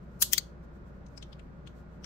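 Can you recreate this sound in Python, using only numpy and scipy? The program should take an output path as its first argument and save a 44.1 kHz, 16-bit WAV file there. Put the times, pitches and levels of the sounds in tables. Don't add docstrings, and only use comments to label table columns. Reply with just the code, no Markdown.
import sys
import numpy as np
from scipy import signal
from scipy.fft import rfft, irfft
from scipy.io import wavfile
from scipy.ndimage import uniform_filter1d

SR = 44100
rng = np.random.default_rng(int(sys.argv[2]) if len(sys.argv) > 2 else 0)


def wav_out(sig):
    wavfile.write(sys.argv[1], SR, np.round(np.clip(np.atleast_2d(sig).T, -1, 1) * 32767).astype(np.int16))


def volts_from_decibels(level):
    exponent = np.asarray(level, float) / 20
    return 10 ** exponent


N = 90404


def rms_one(x):
    return x / np.sqrt(np.mean(x ** 2) + 1e-20)


def at_hz(points, hz):
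    points_hz, points_db = np.array(points).T
    return np.interp(np.log(hz), np.log(points_hz), points_db)


def sides(left_right_db):
    return volts_from_decibels(np.array([[min(left_right_db, 0)], [min(-left_right_db, 0)]]))


def butter(x, order, hz, kind="low"):
    return signal.sosfilt(signal.butter(order, hz, kind, fs=SR, output="sos"), x)


def resonate(x, hz, width_hz):
    r = np.exp(-np.pi * width_hz / SR)
    zeros = np.array([1, 0, -1]) * (1 - r * r) / 2
    poles = [1, -2 * r * np.cos(2 * np.pi * hz / SR), r * r]
    return signal.lfilter(zeros, poles, x)


def add(out, i, x):
    out[:, i:i + x.shape[1]] += x


# hz [Hz], side_minus_mid_db [dB]
SIDENESS = [(60, -19), (130, -17.5), (290, -2), (640, -4.5), (1410, 2.5), (3100, -1), (6820, 2), (15000, 5)]


def widen(mid, side, hz):
    return mid + volts_from_decibels(at_hz(SIDENESS, hz)) * side * [[1], [-1]]


# hz [Hz], density_db [dB per Hz]
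AIR_LOW = [(12, -14), (28, 0.5), (45, -5), (85, -3), (105, -8), (125, 0), (190, 0), (250, -8), (275, -21),
           (330, -15.5), (400, -50.5)]
AIR_MID = [(190, -61), (320, -13), (346, -6.5), (420, -6.5), (454, -8.5), (581, -5), (692, -12.5),
           (1420, -16), (2600, -31), (3380, -78.5), (5720, -120)]
AIR_HIGH = [(1700, -33), (2600, -5), (4500, -11), (8000, -21.5), (9300, -32.5), (10800, -40), (12000, -31),
            (15800, -33)]
AIR_LOW_DB, AIR_MID_DB, AIR_HIGH_DB = -50.5, -58.5, -78.5
# hz [Hz], left_right_db [dB]
TILT = [(60, 0), (130, 4), (290, 0), (640, -2.5), (1410, -1.0), (3100, 0), (6820, 0.5), (15000, 16)]


def air(spectrum, level_db):
    hz = np.fft.rfftfreq(N, 1 / SR) + 1e-3
    inside = (hz >= spectrum[0][0]) & (hz < spectrum[-1][0])
    mid, side = rfft(rng.standard_normal((2, N)))
    both = widen(mid, side, hz) * volts_from_decibels(at_hz(TILT, hz) / 2 * [[1], [-1]])
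    return volts_from_decibels(level_db) * rms_one(irfft(both * inside * volts_from_decibels(at_hz(spectrum, hz)), N))


HUM_HZ, HUM_DB, HUM_WOBBLE_DB = 59.2, -51.5, 1.1
# pitch_hz [Hz], width_hz [Hz], level_db [dB]
TONES = [(157.6, 2, -62), (273.6, 5.2, -66), (348.4, 24, -63.5), (447.4, 24, -69.5), (568.6, 1.4, -72.5),
         (1427, 15, -72.5)]


def hum():
    wobble = rms_one(resonate(rng.standard_normal(N), 16, 6))
    line = np.sqrt(2) * np.sin(2 * np.pi * HUM_HZ * np.arange(N) / SR)
    out = volts_from_decibels(HUM_DB + HUM_WOBBLE_DB * wobble) * line * np.ones((2, 1))
    for pitch_hz, width_hz, level_db in TONES:
        noise = rng.standard_normal((2, N + SR))
        mid, side = resonate(resonate(noise, pitch_hz, width_hz), pitch_hz, 3 * width_hz)[:, SR:]
        out = out + volts_from_decibels(level_db) * rms_one(widen(mid, side, pitch_hz))
    return out


# middle_s [s], length_s [s], level_db [dB]
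RUBS = [(0.038, 0.04, -82), (0.165, 0.16, -79.5), (0.504, .06, -86), (0.643, .03, -77),
        (0.757, 0.053, -79.5), (0.882, 0.054, -79), (0.96, .05, -86), (1.133, .1, -81.5),
        (1.283, 0.23, -83), (1.437, .06, -87.5), (1.69, 0.059, -80.5), (1.785, 0.073, -75),
        (1.944, 0.085, -81), (2.026, .03, -79.5)]
RUB_TOP_DB = -6.5


def rubs():
    t = np.arange(N) / SR
    swell = np.zeros(N)
    for middle_s, length_s, level_db in RUBS:
        swell += volts_from_decibels(level_db) * np.exp(-((t - middle_s) / length_s * 2) ** 2)
    low = rms_one(butter(rng.standard_normal((2, N)), 3, [2600, 8300], "band"))
    top = rms_one(butter(rng.standard_normal((2, N)), 3, [11500, 16000], "band"))
    return swell * (low + volts_from_decibels(RUB_TOP_DB) * top)


def plates(force, modes, crack_db):
    out = volts_from_decibels(crack_db) * 0.13 * np.diff(force, prepend=0)
    for k, (hz, width_hz, level_db) in enumerate(modes):
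        port_db = level_db + 1.8 * rng.standard_normal((2, 1))
        out = out + (-1) ** k * volts_from_decibels(port_db) * resonate(force, hz, width_hz)
    return butter(out, 2, 900, "high")


EARLY_DB, EARLY_T60_S, LATE_DB, LATE_T60_S = -17.5, 0.0632, -21.5, 0.24
ROOM_LOW_HZ, ROOM_HIGH_HZ = 2500, 8000


def room(modes, crack_db, ms):
    early, late = rms_one(plates(rng.standard_normal((2, 2, len(ms))), modes, crack_db))
    late = butter(butter(late, 1, [ROOM_LOW_HZ, ROOM_HIGH_HZ], "band"), 1, 13000)
    t = np.maximum(ms / 1000 - .003, 0)
    onset = np.clip(t / 0.0076, 0, 1)
    early = volts_from_decibels(EARLY_DB - 60 * t / EARLY_T60_S) * early
    late = volts_from_decibels(LATE_DB - 60 * t / LATE_T60_S) * late
    return onset * (early + late)


CHATTER_PER_S, CHATTER_DB_PER_MS = 9000, 2


def chatter(envelope_db):
    size = len(envelope_db)
    grains = (rng.random((3, size)) < CHATTER_PER_S / SR) * rng.standard_normal((3, size))
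    return volts_from_decibels(envelope_db) * (grains[0] + 1.1 * grains[1:]) + 1e-18


SCRAPE_RIGHT_DB = -30
FIRST_BLOW_DB = 13
LEAD_SAMPLES, AFTER_SAMPLES = 1400, 10000


def strike(start_s, modes, crack_db, peak_db, scrape_db, rise_db_per_ms, hold_ms, room_db):
    ms = np.arange(-LEAD_SAMPLES, AFTER_SAMPLES) / SR * 1000
    hit_db = np.where(ms < 0, -200, -CHATTER_DB_PER_MS * np.maximum(ms - hold_ms, 0))
    body = plates(chatter(hit_db) + volts_from_decibels(FIRST_BLOW_DB) * (ms == 0), modes, crack_db)
    body = body / np.sqrt(uniform_filter1d(body ** 2, size=66).max(1, keepdims=True))
    scrape = rms_one(plates(chatter(0 * ms), modes, crack_db + 13))
    scrape = scrape * volts_from_decibels(np.where(ms < -.8, scrape_db + rise_db_per_ms * np.minimum(ms + 3, 0), -200))
    around = scrape * sides(-SCRAPE_RIGHT_DB) + volts_from_decibels(peak_db + room_db) * room(modes, crack_db, ms)
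    return int(start_s * SR) - LEAD_SAMPLES, volts_from_decibels(peak_db) * body, around


# start_s [s], peak_db [dB], left_right_db [dB], ring_hz [Hz], other_ring_hz [Hz]
SOFT = [
    (1.064, -55, 13, 6460, 3930),
    (1.084, -67.5, 4.7, 6300, 7800),
    (1.176, -40, 13, 5070, 8070),
    (1.226, -38.5, 11, 3280, 6000),
    (1.328, -44.5, 26, 3210, 5000),
    (1.394, -50.5, 29.8, 2675, 7330),
    (1.673, -43.5, 15, 3125, 6400),
    (2.043, -34, 10.8, 5670, 2970),
    (2.044, -43.5, 7.6, 1460, 3200),
]
# hz [Hz], width_hz [Hz], level_db [dB]
PALM = [(980, 300, -9), (2300, 890, -8), (4730, 1300, -11), (7800, 1600, -3.5), (10200, 600, -22)]
SOFT_CRACK_DB, SOFT_HOLD_MS, SOFT_RING_DB, PALM_DB = -6, 3.4, 6.5, 1
PALM_CUT = 1.14


def soft_clicks(out):
    for start_s, peak_db, left_right_db, ring_hz, other_hz in SOFT:
        modes = [(hz, width_hz, level_db + PALM_DB) for hz, width_hz, level_db in PALM]
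        modes += [(ring_hz, 500, SOFT_RING_DB), (other_hz, 450, SOFT_RING_DB - 5.0)]
        i, body, around = strike(start_s, modes, SOFT_CRACK_DB, peak_db, peak_db - 12, 1.7,
                                 SOFT_HOLD_MS, 0.054)
        click = body * sides(left_right_db) + around
        damped = butter(click, 4, PALM_CUT * max(ring_hz, other_hz))
        add(out, i, damped + volts_from_decibels(-18) * click)


# start_s [s], peak_db [dB], pitch_hz [Hz]
TICK = (.3782, -17, 5000)


def tick(out):
    start_s, peak_db, pitch_hz = TICK
    ring = np.zeros(400)
    ring[0] = 1
    ring = resonate(resonate(ring, pitch_hz, 1800), pitch_hz, 1800)
    add(out, int(start_s * SR), volts_from_decibels(peak_db) * ring / ring.max() * sides(-SCRAPE_RIGHT_DB))


# start_s [s], peak_db [dB], left_right_db [dB], scrape_db [dB], rise_db_per_ms [dB/ms]
SNAPS = [
    (.2235, -9.5, -3, -15, 1.66),
    (.3328, -9, 9, -19.5, 1.76),
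    (.3800, -14.5, 12, -33, 2.5),
]
# hz [Hz], width_hz [Hz], level_db [dB]
GRIP_A = [(1510, 310, -10.5), (2058, 330, -16.5), (3000, 700, -10.5), (4200, 900, -4.5), (6600, 1700, -4),
          (8400, 1400, -3.5), (10400, 900, -3), (11820, 1200, 3.5), (14000, 400, -8), (15400, 800, -2.5)]
GRIP_B = [(1020, 340, -18.5), (1904, 240, -9.5), (3300, 350, 0), (5000, 650, -3.5), (6300, 900, 0),
          (9400, 1700, -7.5), (10210, 1400, -14), (12800, 2700, -1.5), (15865, 660, -7.5)]
GRIP_C = [(2030, 500, -5.5), (3380, 760, -7), (4406, 383, 6), (4950, 350, 3), (6350, 700, 0),
          (7800, 960, -5), (11000, 1270, -25.5), (12650, 610, -19.5), (14500, 1300, -12)]
HOLDS_MS = (1.8, .6, 0.29)
ROOM_SHARES_DB = (6, -0.5, -10)
CRACK_DB = 2


def hard_snaps(out):
    grips = (GRIP_A, GRIP_B, GRIP_C)
    for snap, modes, hold_ms, room_db in zip(SNAPS, grips, HOLDS_MS, ROOM_SHARES_DB):
        start_s, peak_db, left_right_db, scrape_db, rise_db_per_ms = snap
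        i, body, around = strike(start_s, modes, CRACK_DB, peak_db, scrape_db, rise_db_per_ms,
                                 hold_ms, room_db)
        add(out, i, body * sides(left_right_db) + around)


LEFT_LEAD_S = 0.00013


def slider():
    out = np.zeros((2, N + SR // 4))
    soft_clicks(out)
    tick(out)
    hard_snaps(out)
    out = out[:, :N]
    out[1] = np.interp(np.arange(N) - LEFT_LEAD_S * SR, np.arange(N), out[1])
    return out


def scene():
    background = air(AIR_LOW, AIR_LOW_DB) + air(AIR_MID, AIR_MID_DB) + air(AIR_HIGH, AIR_HIGH_DB) + hum()
    return background + rubs() + slider()


def top_cut(x):
    return signal.sosfilt(signal.butter(12, 16510, fs=SR, output="sos"), x)


CUTOFF_HZ = 16300


def record(dry):
    cut = signal.sosfilt(signal.cheby2(14, 60, CUTOFF_HZ, fs=SR, output="sos"), dry)
    mix = np.clip(cut, -1, 1)
    return top_cut(mix)


dry = scene()
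out = record(dry)
wav_out(out)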